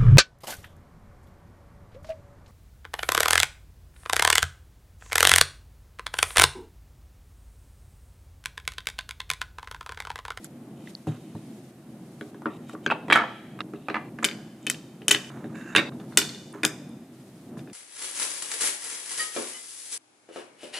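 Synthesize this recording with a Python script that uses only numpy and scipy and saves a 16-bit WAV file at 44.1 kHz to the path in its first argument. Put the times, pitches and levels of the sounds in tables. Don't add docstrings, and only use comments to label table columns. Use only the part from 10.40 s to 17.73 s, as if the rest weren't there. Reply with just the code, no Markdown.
import sys
import numpy as np
from scipy import signal
from scipy.fft import rfft, irfft, next_fast_len
from scipy.io import wavfile
from scipy.ndimage import uniform_filter1d, map_coordinates

SR = 44100
rng = np.random.default_rng(int(sys.argv[2]) if len(sys.argv) > 2 else 0)


def dump_mix(stems):
    frames = np.atleast_2d(stems).T
    limited = np.clip(frames, -1, 1)
    pcm = np.round(limited * 32767).astype(np.int16)
    wavfile.write(sys.argv[1], SR, pcm)


def decibels_to_gain(level_db):
    exponent = np.asarray(level_db, float) / 20
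    return 10 ** exponent


N = 323253

# (time [s], level [dB], ring [Hz], click re level [dB], table thud re level [dB])
WAGON_KNOCKS = [(.6701, -35, 970, -30, 11), (1.8106, -31.5, 1540, -16, 3.5), (2.0574, -19, 1415, -40, -1),
                (2.2954, -36, 1400, -12, -9), (2.3501, -33.5, 900, -28, -11),
                (2.4625, -15.5, 1580, -28, -6), (2.5016, -13.5, 1500, -36, -10.5),
                (2.5092, -18.5, 2650, -30, -17.5), (2.5135, -13.5, 1450, -28, -14),
                (2.7009, -10.5, 1700, -27, -8), (2.7117, -11, 1770, -27, -16), (2.724, -5, 1700, -24, -19),
                (2.7275, -1.5, 2300, -18, -38), (2.7395, -17, 1710, -21.5, -11),
                (2.7523, -12.5, 1650, -19.5, -16), (3.2052, -21, 1300, -27, -13),
                (3.4846, -23, 930, -21.5, -7), (3.4997, -24, 1750, -30.5, -1),
                (3.5435, -18, 1500, -34, -11.5), (3.5561, -19.5, 1600, -44, -22),
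                (3.5657, -21.5, 1240, -34, -21), (3.7875, -30, 1550, -22, -5.5),
                (3.8269, -26.5, 1300, -20, -4), (3.8308, -22, 1550, -18, -5)]
PEG_DROPS = [(3.8437, -11, 3610, -5.5, -18), (3.8486, -14.5, 3200, 6, -11.5),
             (3.8868, -22, 3650, -14.5, -13), (4.2671, -18.5, 2450, -1, -12.5),
             (4.271, -21, 3000, -12, -19.5), (4.299, -17.5, 2080, 7, -31.5), (4.6818, -10, 3070, 5, -15),
             (4.709, -11.5, 2400, -10.5, -21.5), (4.711, -9.5, 2820, 2.5, -20),
             (4.7136, -3, 3500, -2.5, -21.5), (4.7435, -19, 2650, -22, -27.5),
             (4.7472, -10.5, 3100, -11, -15.5), (5.3506, -8.5, 1710, -21.5, -10.5),
             (5.3623, -2, 2720, -10.5, -24), (5.3717, -17, 2660, -10, -2.5), (5.3822, -13, 2300, -14, -3.5),
             (5.397, -19, 1860, -16.5, -9), (5.7732, -5, 2800, 5, -16.5), (5.7752, -14.5, 2000, 3.5, -26),
             (5.8158, -19, 2950, -12, -10.5), (6.233, -15.5, 2450, -8, -6), (6.2358, -22, 2000, -7.5, -16),
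             (6.2441, -18.5, 1660, -17, -6.5), (6.2502, -12.5, 3190, 8, -10.5)]
REBOUND_KNOCKS = [(2.066, -27, 1400, -40, -3), (2.463, -20, 3150, -30, -25), (2.5178, -18, 1350, -35, -15),
                  (2.5212, -14, 910, -35, -15), (2.764, -11, 1500, -35, -25), (2.8005, -17, 1200, -35, -15),
                  (2.8105, -21, 1500, -35, -15), (2.819, -21, 1300, -35, -15), (2.838, -24, 1000, -35, -12),
                  (3.2056, -26, 3800, -30, -25), (3.485, -27, 2500, -30, -25),
                  (3.5002, -27, 2620, -30, -25), (3.544, -23.5, 2700, -30, -25),
                  (5.3585, -17, 2500, -12, -25), (5.3665, -14, 1700, -25, -20),
                  (5.391, -15, 2300, -25, -15), (5.791, -29, 4400, -12, -20), (5.85, -30, 3500, -10, -20),
                  (5.892, -30, 4300, -10, -20), (5.947, -35, 3570, -10, -20), (2.7293, -6, 2450, -24, -30),
                  (5.3632, -11, 3700, -20, -30), (1.811, -39, 3400, -25, -15), (.676, -44, 2750, -25, -10)]
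FIRST_ROCK = (2.758, -6.5, 1450, -20, -22.5)
# (time [s], level [dB], ring [Hz], table thud re level [dB])
LIGHT_TOUCHES = [(.4733, -46, 3600, -6), (.9518, -40.5, 900, 6), (1.945, -41, 1000, 2.5),
                 (2.02, -36.5, 960, -25), (2.334, -46, 966, 17), (2.683, -28.5, 950, 0.8),
                 (3.19, -35, 1594, -31), (3.3359, -38, 1260, 11.5), (3.9123, -29, 3460, -10),
                 (4.3445, -33.5, 2730, -15.5), (4.6186, -38.5, 2400, 2.2), (4.9024, -37.5, 1320, -16.5),
                 (4.9712, -42.5, 846, -13), (5.0423, -40.5, 1700, 10.5), (5.1556, -36, 1460, -3.5),
                 (5.211, -39, 1690, -24.5), (5.3245, -38, 1650, -7.5), (5.52, -44, 1190, -14),
                 (5.6, -45, 2810, 8.5), (5.723, -41.5, 1070, -9), (6.1373, -45.5, 1180, 5),
                 (6.1475, -39, 1040, 6.5), (7.1708, -41.5, 1010, 4), (7.1922, -40.5, 2770, -8.5),
                 (7.2743, -42, 1460, 1.5), (7.2985, -43.5, 2750, -3)]

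# (frequency [Hz], width [Hz], level [dB])
FIRST_PIECES = [
    [(886, 63, -3), (1146, 59, -8.5), (1800, 74, -7.5), (2700, 77, -8), (3900, 90, -10)],
    [(947, 130, 0), (1250, 59, -2), (1530, 100, 0), (2220, 150, -13), (3240, 300, -7), (3760, 160, -11)],
    [(1170, 28, 0), (1360, 27, 0), (1870, 22, -9), (2430, 15, -19), (3110, 61, -27)],
    [(910, 48, -9), (1580, 26, 0), (2670, 30, -16), (3150, 17, -14), (3600, 18, -27), (4570, 120, -26)],
    [(877, 55, 0), (1110, 44, -3), (1350, 130, -2), (2640, 36, 0), (3070, 33, -8), (3250, 29, -15),
     (3660, 66, -16)],
    [(974, 74, -5), (1200, 81, -7), (1360, 25, -3), (1610, 160, -2), (1910, 110, 0), (2300, 260, -1),
     (3170, 110, -3), (3800, 83, -13)],
    [(980, 110, -6), (1340, 27, 0), (1740, 82, -3), (2010, 15, -10), (2230, 27, -9), (2430, 31, -9),
     (2920, 80, -13)],
]
MIDDLE_PIECES = [
    [(867, 80, -12), (1250, 93, 0), (1580, 69, -5), (1820, 73, -10), (2760, 150, -8), (3850, 91, -19)],
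    [(845, 20, -4), (1270, 110, 0), (1600, 69, -5), (2020, 24, -10), (2490, 170, -6), (3830, 100, -16),
     (4070, 40, -18)],
    [(1030, 140, -3), (1220, 40, 0), (1730, 23, -2), (2030, 21, -2), (2350, 24, -2), (2710, 15, -12),
     (3190, 25, -17)],
    [(1595, 78, -1.5), (2360, 270, -2), (3070, 60, -2.5), (3610, 110, -6.5), (4440, 150, -15.5),
     (4760, 100, -10.5)],
]
LATE_PIECES = [
    [(1950, 120, -7), (2560, 81, -3.5), (2770, 32.9, -12), (3070, 56, -1.5), (3640, 39, -6),
     (4370, 43, -15.5)],
    [(2000, 220, 1), (2454, 50, -13.5), (2670, 260, 3), (3000, 91, 4), (3610, 98, -3.5), (4830, 54, -21.5)],
    [(1180, 80, -7), (1620, 48, -2.5), (1840, 80, -1.5), (2270, 100, -5), (2660, 110, -3.5),
     (3700, 70, -1.5)],
    [(1583, 67, -5.5), (1960, 150, -4), (2500, 120, -8), (2950, 120, -7), (3560, 80, -.6), (4310, 80, -3)],
    [(1050, 200, -.6), (1500, 250, -3), (1900, 200, -8)],
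    [(1650, 120, -2.5), (2450, 80, -4.5), (3586, 87, -6), (4880, 120, -7), (6040, 160, -10)],
]
PIECE_TIMES = [0, 1.7, 2.0, 2.4, 2.49, 2.6, 2.755, 3.1, 3.3, 3.53, 3.84, 4.1, 4.5, 4.9, 5.55, 6.13, 6.2]
PIECE_PAN = [0.9, 1.1, 0.8, 1.2, -0.6, -1.8, -1.9, -3, -3.1, -2.9, 2.1, 1.4, 1.7, -3, 0.6, -1.2, 1.2]
PIECE_WET = [-2, -2.2, -1.8, -2.4, -3, -0.6, 0.8, -0.6, 0.8, -0.7, -0.6, -3.5, 0.2, -0.6, 2.2, -1.2, -0.6]
PIECE_SOFT = [4500, 4200, 3200, 3900, 3700, 4200, 4000, 4800, 4500, 4200, 6000, 6000, 6000, 4800, 6500,
              3000, 6500]
PIECE_FREE = [.9, .7, .6, .8, .7, .7, .65, .9, .75, .55, .9, .9, .8, .6, .6, .6, .7]
# (frequency [Hz], level [dB], t60 [s])
TABLE_MODES = [(157.3, -8.5, 0.13), (237.3, -1, 0.098), (310.4, 4.5, 0.075), (406, -3, 0.11),
               (562.4, -3.5, 0.051), (748, -4, 0.035)]

SCENE_CHANGES = [
    .075,
    .47,
    3.219,
    3.697,
    4.902,
    5.498,
    6.13,
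]
# (delay [s], level [dB])
WALL_ECHOES = [(.0025, -10.5), (0.0097, -11.5), (0.0155, -14), (.019, -26.5), (.026, -21)]
# (frequency [Hz], early t60 [s], late t60 [s])
ROOM_DECAY = [(201.8, 0.25, 0.62), (533, 0.68, 0.28), (1480, 0.18, 0.83), (3775, 0.15, 0.96),
              (9900, .2, 0.79), (15000, 0.047, 0.22)]
# (frequency [Hz], likeness [1])
TAIL_ALIKE = [(250, 1), (700, 0.93), (1500, .7), (7000, 0.55), (15000, .35)]

# (time [s], peak [dB], frequency
# [Hz], t60 [s])
DRY_TICKS = [(.473, -36, 1780, .018), (.0442, -31, 7000, 0.0044), (0.0446, -29, 10200, 0.0038),
             (0.5511, -24.5, 4220, 0.0023), (2.334, -47, 7540, 0.0043), (2.4622, -31, 6200, .015),
             (2.474, -43, 6000, .01), (2.7295, -26, 9500, .008), (2.7595, -30, 9500, .008),
             (5.351, -30, 9500, .006), (3.8305, -29, 6900, .014), (.045, -41, 1400, .008),
             (4.229, -46, 6940, 0.0061), (6.128, -32.5, 8670, 0.005), (6.493, -48, 9250, 0.0027)]
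# (time [s], peak [dB], t60 [s])
WRIST_BUMPS = [
    (0.673, -20.5, 0.18),
    (0.949, -31, 0.085),
]

# (frequency [Hz], width [Hz], level [dB])
BORE_MODES = [(1000, 500, -12), (1640, 120, 4), (2720, 120, -6), (3756, 160, -23.5), (6400, 740, -20.5),
              (7400, 500, -20)]
PEG_MODES = [(2400, 250, -5), (3080, 140, -1.5), (3730, 130, -4), (7200, 1200, -14.5)]
RUB_MODES = [(1060, 560, 5.5), (1500, 1410, -0.5), (2600, 350, -18), (6390, 700, -19)]
AXLE_MODES = [(2700, 220, 0), (3750, 250, -1.5)]

# (time [s], length [s], level [dB], change [dB])
BORE_STROKES = [
    (5.144, .2, -48.5, 2.5),
]
PEG_STROKES = [
    (.36, 0.14, -67.5, 5),
    (0.673, 0.074, -50, -17),
    (.74, 0.44, -66, -5),
    (2.1, 0.074, -64, 2.5),
    (2.22, .12, -69, 15),
    (2.43, .03, -62, 7),
    (4.17, .09, -77, 18),
    (4.36, 0.19, -64.5, -16),
]
RUB_STROKES = [
    (.675, .1, -50, -10),
    (4.905, .245, -50, -10),
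    (5.6, .09, -49.5, -22.5),
    (5.71, 0.06, -61, 8),
    (6.135, .09, -45.5, -14.5),
]
AXLE_STROKES = [
    (.68, .12, -60, -8),
    (2.105, .07, -63, -2),
    (3.345, .035, -60, -5),
    (3.39, .09, -66, 3),
]
SLEEVE_STROKES = [(0, 0.046, -62.5, 5), (.045, .027, -45, -12), (.4, .11, -70, 16), (.51, 0.17, -60, -8),
                  (.67, .07, -56.5, -10), (.74, 0.57, -65.5, 1.5), (1.5, 0.41, -70, 8),
                  (2.28, 0.068, -64, 3.5), (5.15, 0.17, -62, -5), (5.53, .235, -68.5, 8.5),
                  (6.72, 0.38, -66.5, 2.5), (7.175, .1, -55, -18)]
# (frequency [Hz], density [dB per Hz])
CLOTH_COLOUR = [(1180, -31), (2000, -6), (2340, -10), (3650, -8), (9830, -10.5), (14800, -20),
                (16000, -32.5)]

# (time [s], level [dB])
VENT_LEVEL = [(0.0, -45.5), (1.92, -44.5), (2.78, -40.5), (3.06, -43.5), (4.69, -43.5), (4.82, -41),
              (5.73, -43), (6.43, -41.5), (6.78, -46), (7.33, -42.5)]
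# (frequency [Hz], density [dB per Hz])
DUCT_COLOUR = [(15, -88.5), (25, -53), (97, -22), (134, -7), (181, -9.5), (243, -5), (279, -12.5),
               (319, -9)]
# (frequency [Hz], density [dB per Hz])
HISS_COLOUR = [(442, -22), (720, -24), (970, -31), (5350, -44), (8710, -43.5), (14600, -48.5),
               (16200, -60.5)]
# (frequency [Hz], likeness [1])
AIR_ALIKE = [(60, 1), (180, 1.0), (350, .997), (550, 0.99), (1650, 0.64), (4970, 0.2), (15000, 0.81)]


def contacts():
    span = next_fast_len(SR * 2 // 3)
    out, hits = np.zeros((2, N)), blows()
    rooms = rfft(room_answers(count=7), span)
    luck = rng.standard_normal((len(hits), 2, 20))
    grit = rng.standard_normal((len(hits), 3, 1800))
    point = signal.unit_impulse(1800)
    spray = unit(crack(point, 3800, 9300, t60=1) + 0.35 * crack(point, 9000, 13000, t60=1))
    bare_blow = crack(point, 630, 3600, t60=1)
    edges = crack(grit[:, 1:], 5800, 9800, t60=0.011)

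    for i, (s, db, hz, click_db, thud_db) in enumerate(hits):
        held = np.searchsorted(PIECE_TIMES, s) - 1
        soften = signal.butter(3, min(PIECE_SOFT[held], 16000), fs=SR, output="sos")
        modes = piece_modes(held)
        mode_luck, table_luck = luck[i]

        block = ring(struck_face(modes, hz, PIECE_FREE[held]), mode_luck,
                     rise=0.00039, spread_db=1.8, detune=0.0078, size=1800)
        splinters = crack(grit[i, 0], hz / 1.69, hz * 1.366, t60=0.012)
        block = signal.sosfilt(soften, block + decibels_to_gain(-6.5) * splinters + 0.39 * bare_blow)
        block = 1.3 * block / np.abs(block).max()

        edge, apart = edges[i]
        click = decibels_to_gain(click_db) * (edge + 0.21 * apart * [[1], [-1]])
        thud = ring(TABLE_MODES, table_luck, rise=0.002, spread_db=1.5, detune=0.0071, size=7000)
        thud = decibels_to_gain(thud_db + 0.5) * thud

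        all_faces = ring(np.multiply(modes, [1, 1, 0.52]), mode_luck,
                         rise=0.0009, spread_db=1.5, detune=0.0055, size=1800)
        body = unit(all_faces) + 0.8 * unit(crack(point, hz / 1.76, hz * 1.494, t60=1))
        around = np.std(block) * unit(signal.sosfilt(soften, body)) + 0.93 * np.std(click) * spray
        send = decibels_to_gain(PIECE_WET[held]) * np.pad(around, (0, 5200)) + 0.7 * thud
        sound = irfft(rfft(send, span) * rooms[int(s * 5) % len(rooms)], span)

        sound[:, :len(thud)] += thud
        sound[:, :len(block)] += (block + click) * pan(PIECE_PAN[held])
        add(out, s, decibels_to_gain(db + 1.0) * sound)
    return bass_cut(out, 110)


def blows():
    s, db, hz, click_db, thud_db = FIRST_ROCK
    gap_s, loss_db, click_loss_db, thud_gain_db = 0.0158, 4.5, 3.5, 4
    rocking = [(s + k * gap_s, db - k * loss_db, hz, click_db - k * click_loss_db, thud_db + k * thud_gain_db)
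               for k in range(3)]
    touch_click_db = -17.5
    touches = [(s, db, hz, touch_click_db, thud_db) for s, db, hz, thud_db in LIGHT_TOUCHES]
    return WAGON_KNOCKS + PEG_DROPS + REBOUND_KNOCKS + rocking + touches


def piece_modes(held):
    modes = []
    for hz, width, db in (FIRST_PIECES + MIDDLE_PIECES + LATE_PIECES)[held]:
        width = max(width, 60)
        modes.append((hz, db + 20 * np.log10(width / 80), 1.97 / width))
    return modes


def struck_face(modes, hz, free):
    near = [(f, db - 8 * np.log2(f / hz) ** 2, t60 * free) for f, db, t60 in modes]
    return near + [(hz, -2, 0.014)]


def ring(modes, luck, rise, spread_db, detune, size):
    t = np.arange(size) / SR
    hz, db, t60 = np.transpose(modes)[:, :, None]
    strength, pitch = luck[:2 * len(modes)].reshape(2, -1, 1)
    decay = decibels_to_gain(db + spread_db * strength - 60 * t / t60)
    waves = decay * np.sin(2 * np.pi * hz * (1 + detune * pitch) * t)
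    x = waves.sum(0) * (1 - np.exp(-t / rise))
    return x / np.abs(x).max()


def crack(noise, lo_hz, hi_hz, t60):
    burst = noise * decibels_to_gain(-60 * np.arange(noise.shape[-1]) / SR / t60)
    band = signal.butter(2, [lo_hz, min(hi_hz, 16000)], "band", fs=SR, output="sos")
    x = signal.sosfilt(band, burst)
    return x / np.abs(x).max(axis=-1, keepdims=True)


def room_answers(count):
    hz, t, (mid, side) = signal.stft(rng.standard_normal((2, count, SR // 2)), SR, nperseg=256)
    bands, early, late = np.transpose(ROOM_DECAY)
    quick = decibels_to_gain(-60 * t / along(np.c_[bands, early], hz)[:, None])
    slow = decibels_to_gain(-15 - 60 * t / along(np.c_[bands, late], hz)[:, None])
    turn = half_angle(TAIL_ALIKE, hz)[:, None]
    mid, side = mid * np.cos(turn), side * np.sin(turn)
    stereo = np.stack([mid + side, mid - side], axis=1)
    tail = signal.istft((quick + slow) * stereo, SR, nperseg=256)[1]
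    tail = tail * np.clip(np.arange(tail.shape[-1]) / SR / 0.007, 0, 1) ** 2
    tail = decibels_to_gain(-10) * tail / np.linalg.norm(tail, axis=2, keepdims=True)
    for delay, db in WALL_ECHOES:
        shared, apart = rng.standard_normal((count, 1, 130)), rng.standard_normal((count, 2, 130))
        scatter = (shared + 0.71 * apart) * np.hanning(130)
        scatter = decibels_to_gain(db) * scatter / np.linalg.norm(scatter, axis=2, keepdims=True)
        tail[..., round(delay * SR):][..., :130] += scatter
    return tail


def add(out, s, sound):
    start = round(s * SR)
    stop = round(min([c for c in SCENE_CHANGES if c > s] + [N / SR]) * SR)
    kept = sound[:, :stop - start]
    size = kept.shape[1]
    out[:, start:start + size] += kept * np.clip(np.arange(size, 0, -1) / 130, 0, 1)


def ticks():
    out, grit = np.zeros((2, N)), rng.standard_normal((len(DRY_TICKS), 500))
    for (s, db, hz, t60), noise in zip(DRY_TICKS, grit):
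        add(out, s, decibels_to_gain(db) * crack(noise, hz / 1.04, hz * 1.126, t60) * np.ones((2, 1)))
    return out


def bumps():
    out, luck = np.zeros((2, N)), rng.standard_normal((len(WRIST_BUMPS), 8))
    for (s, db, t60), mode_luck in zip(WRIST_BUMPS, luck):
        modes = [(115, 10, t60), (151.0, 10.5, t60), (200, 2.5, t60), (243, -8.5, t60 * 3)]
        push = ring(modes, mode_luck, rise=0.0087, spread_db=-3.5, detune=0.003, size=12000)
        add(out, s, decibels_to_gain(db + 3) * np.array([push, push]))
    return bass_cut(out, 70)


def scrapes():
    return (slide(BORE_MODES, BORE_STROKES, rough_db=1.5, pan_db=-3.5)
            + slide(PEG_MODES, PEG_STROKES, rough_db=3.0, pan_db=0.0)
            + slide(RUB_MODES, RUB_STROKES, rough_db=2.0, pan_db=-4.0)
            + slide(AXLE_MODES, AXLE_STROKES, rough_db=3.5, pan_db=-1.5))


def slide(modes, rows, rough_db, pan_db):
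    grains = rng.standard_normal(N) * decibels_to_gain(rough_db * wobble(160) + 0.83 * wobble(35))

    def body(f):
        total = 0
        for k, (hz, width, db) in enumerate(modes):
            resonance = 1j * f * width / (hz * hz - f * f + 1j * f * width)
            total = total + (-1) ** k * decibels_to_gain(db) * resonance
        return total

    return strokes(rows) * unit(filtered(grains, body)) * pan(pan_db)


def strokes(rows):
    t = np.arange(0, N + 30, 30) / SR
    gain = np.zeros(len(t))
    for s, length, db, change_db in rows:
        gain += decibels_to_gain(np.interp(t, [s, s + length], [db, db + change_db], left=-120, right=-120))
    return np.interp(np.arange(N) / SR, t, uniform_filter1d(gain, size=10))


def sleeve():
    return strokes(SLEEVE_STROKES) * decibels_to_gain(1.5 * wobble(48)) * rush(CLOTH_COLOUR, [(3000, 0.19)])


def room_tone():
    air = rush(DUCT_COLOUR + HISS_COLOUR, AIR_ALIKE)
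    rumble = filtered(air, lambda hz: 1 / (1 + (hz / 1100) ** 4))
    drift_db = np.interp(np.arange(N) / SR, *np.transpose(VENT_LEVEL)) + 2.0 * wobble(6)
    return decibels_to_gain(drift_db) * rumble + decibels_to_gain(-46.5) * (air - rumble)


def rush(spectrum, alike):
    def colour(hz):
        turn = half_angle(alike, hz)
        return decibels_to_gain(along(spectrum, hz)) * np.array([np.cos(turn), np.sin(turn)])

    mid, side = filtered(rng.standard_normal((2, N)), colour)
    return unit(np.array([mid + side, mid - side]))


def half_angle(alike, hz):
    return np.arccos(np.clip(along(alike, hz), -1, 1)) / 2


def pan(db):
    return decibels_to_gain([[db / 2], [-db / 2]])


def unit(x):
    return x / np.sqrt(np.mean(x ** 2) + 1e-20)


def along(points, hz):
    f, v = np.transpose(points)
    return np.interp(np.log(hz + 1), np.log(f + 1), v)


def wobble(rate):
    knots = rng.standard_normal(int(N * rate / SR) + 4)
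    return map_coordinates(knots, [np.arange(N) * rate / SR])


def filtered(x, response):
    m = next_fast_len(N + SR // 2)
    return irfft(rfft(x, m) * response(np.fft.rfftfreq(m, 1 / SR)), m)[..., :N]


def bass_cut(x, hz):
    return filtered(x, lambda f: (1j * f / (1j * f + hz)) ** 2)


def scene():
    return contacts() + ticks() + bumps() + scrapes() + sleeve() + room_tone()


def band_limit(x):
    return signal.sosfilt(signal.butter(12, 16390, fs=SR, output="sos"), x)


def record(dry):
    x = filtered(dry, lambda f: 1 + 0.25 * 1j * f * 1500 / (9600 ** 2 - f * f + 1j * f * 1500))
    mid = x.mean(0)
    side = filtered(x[0] - mid, lambda f: f / np.hypot(f, 230))
    x = mid + side * [[1], [-1]]
    x = x / (1 + np.abs(x / 1.05) ** 6) ** (1 / 6)
    x = filtered(x, lambda f: 1 / (1 + (f / 15800) ** 16))
    return band_limit(x)


dry = scene()
out = record(dry)
dump_mix(out)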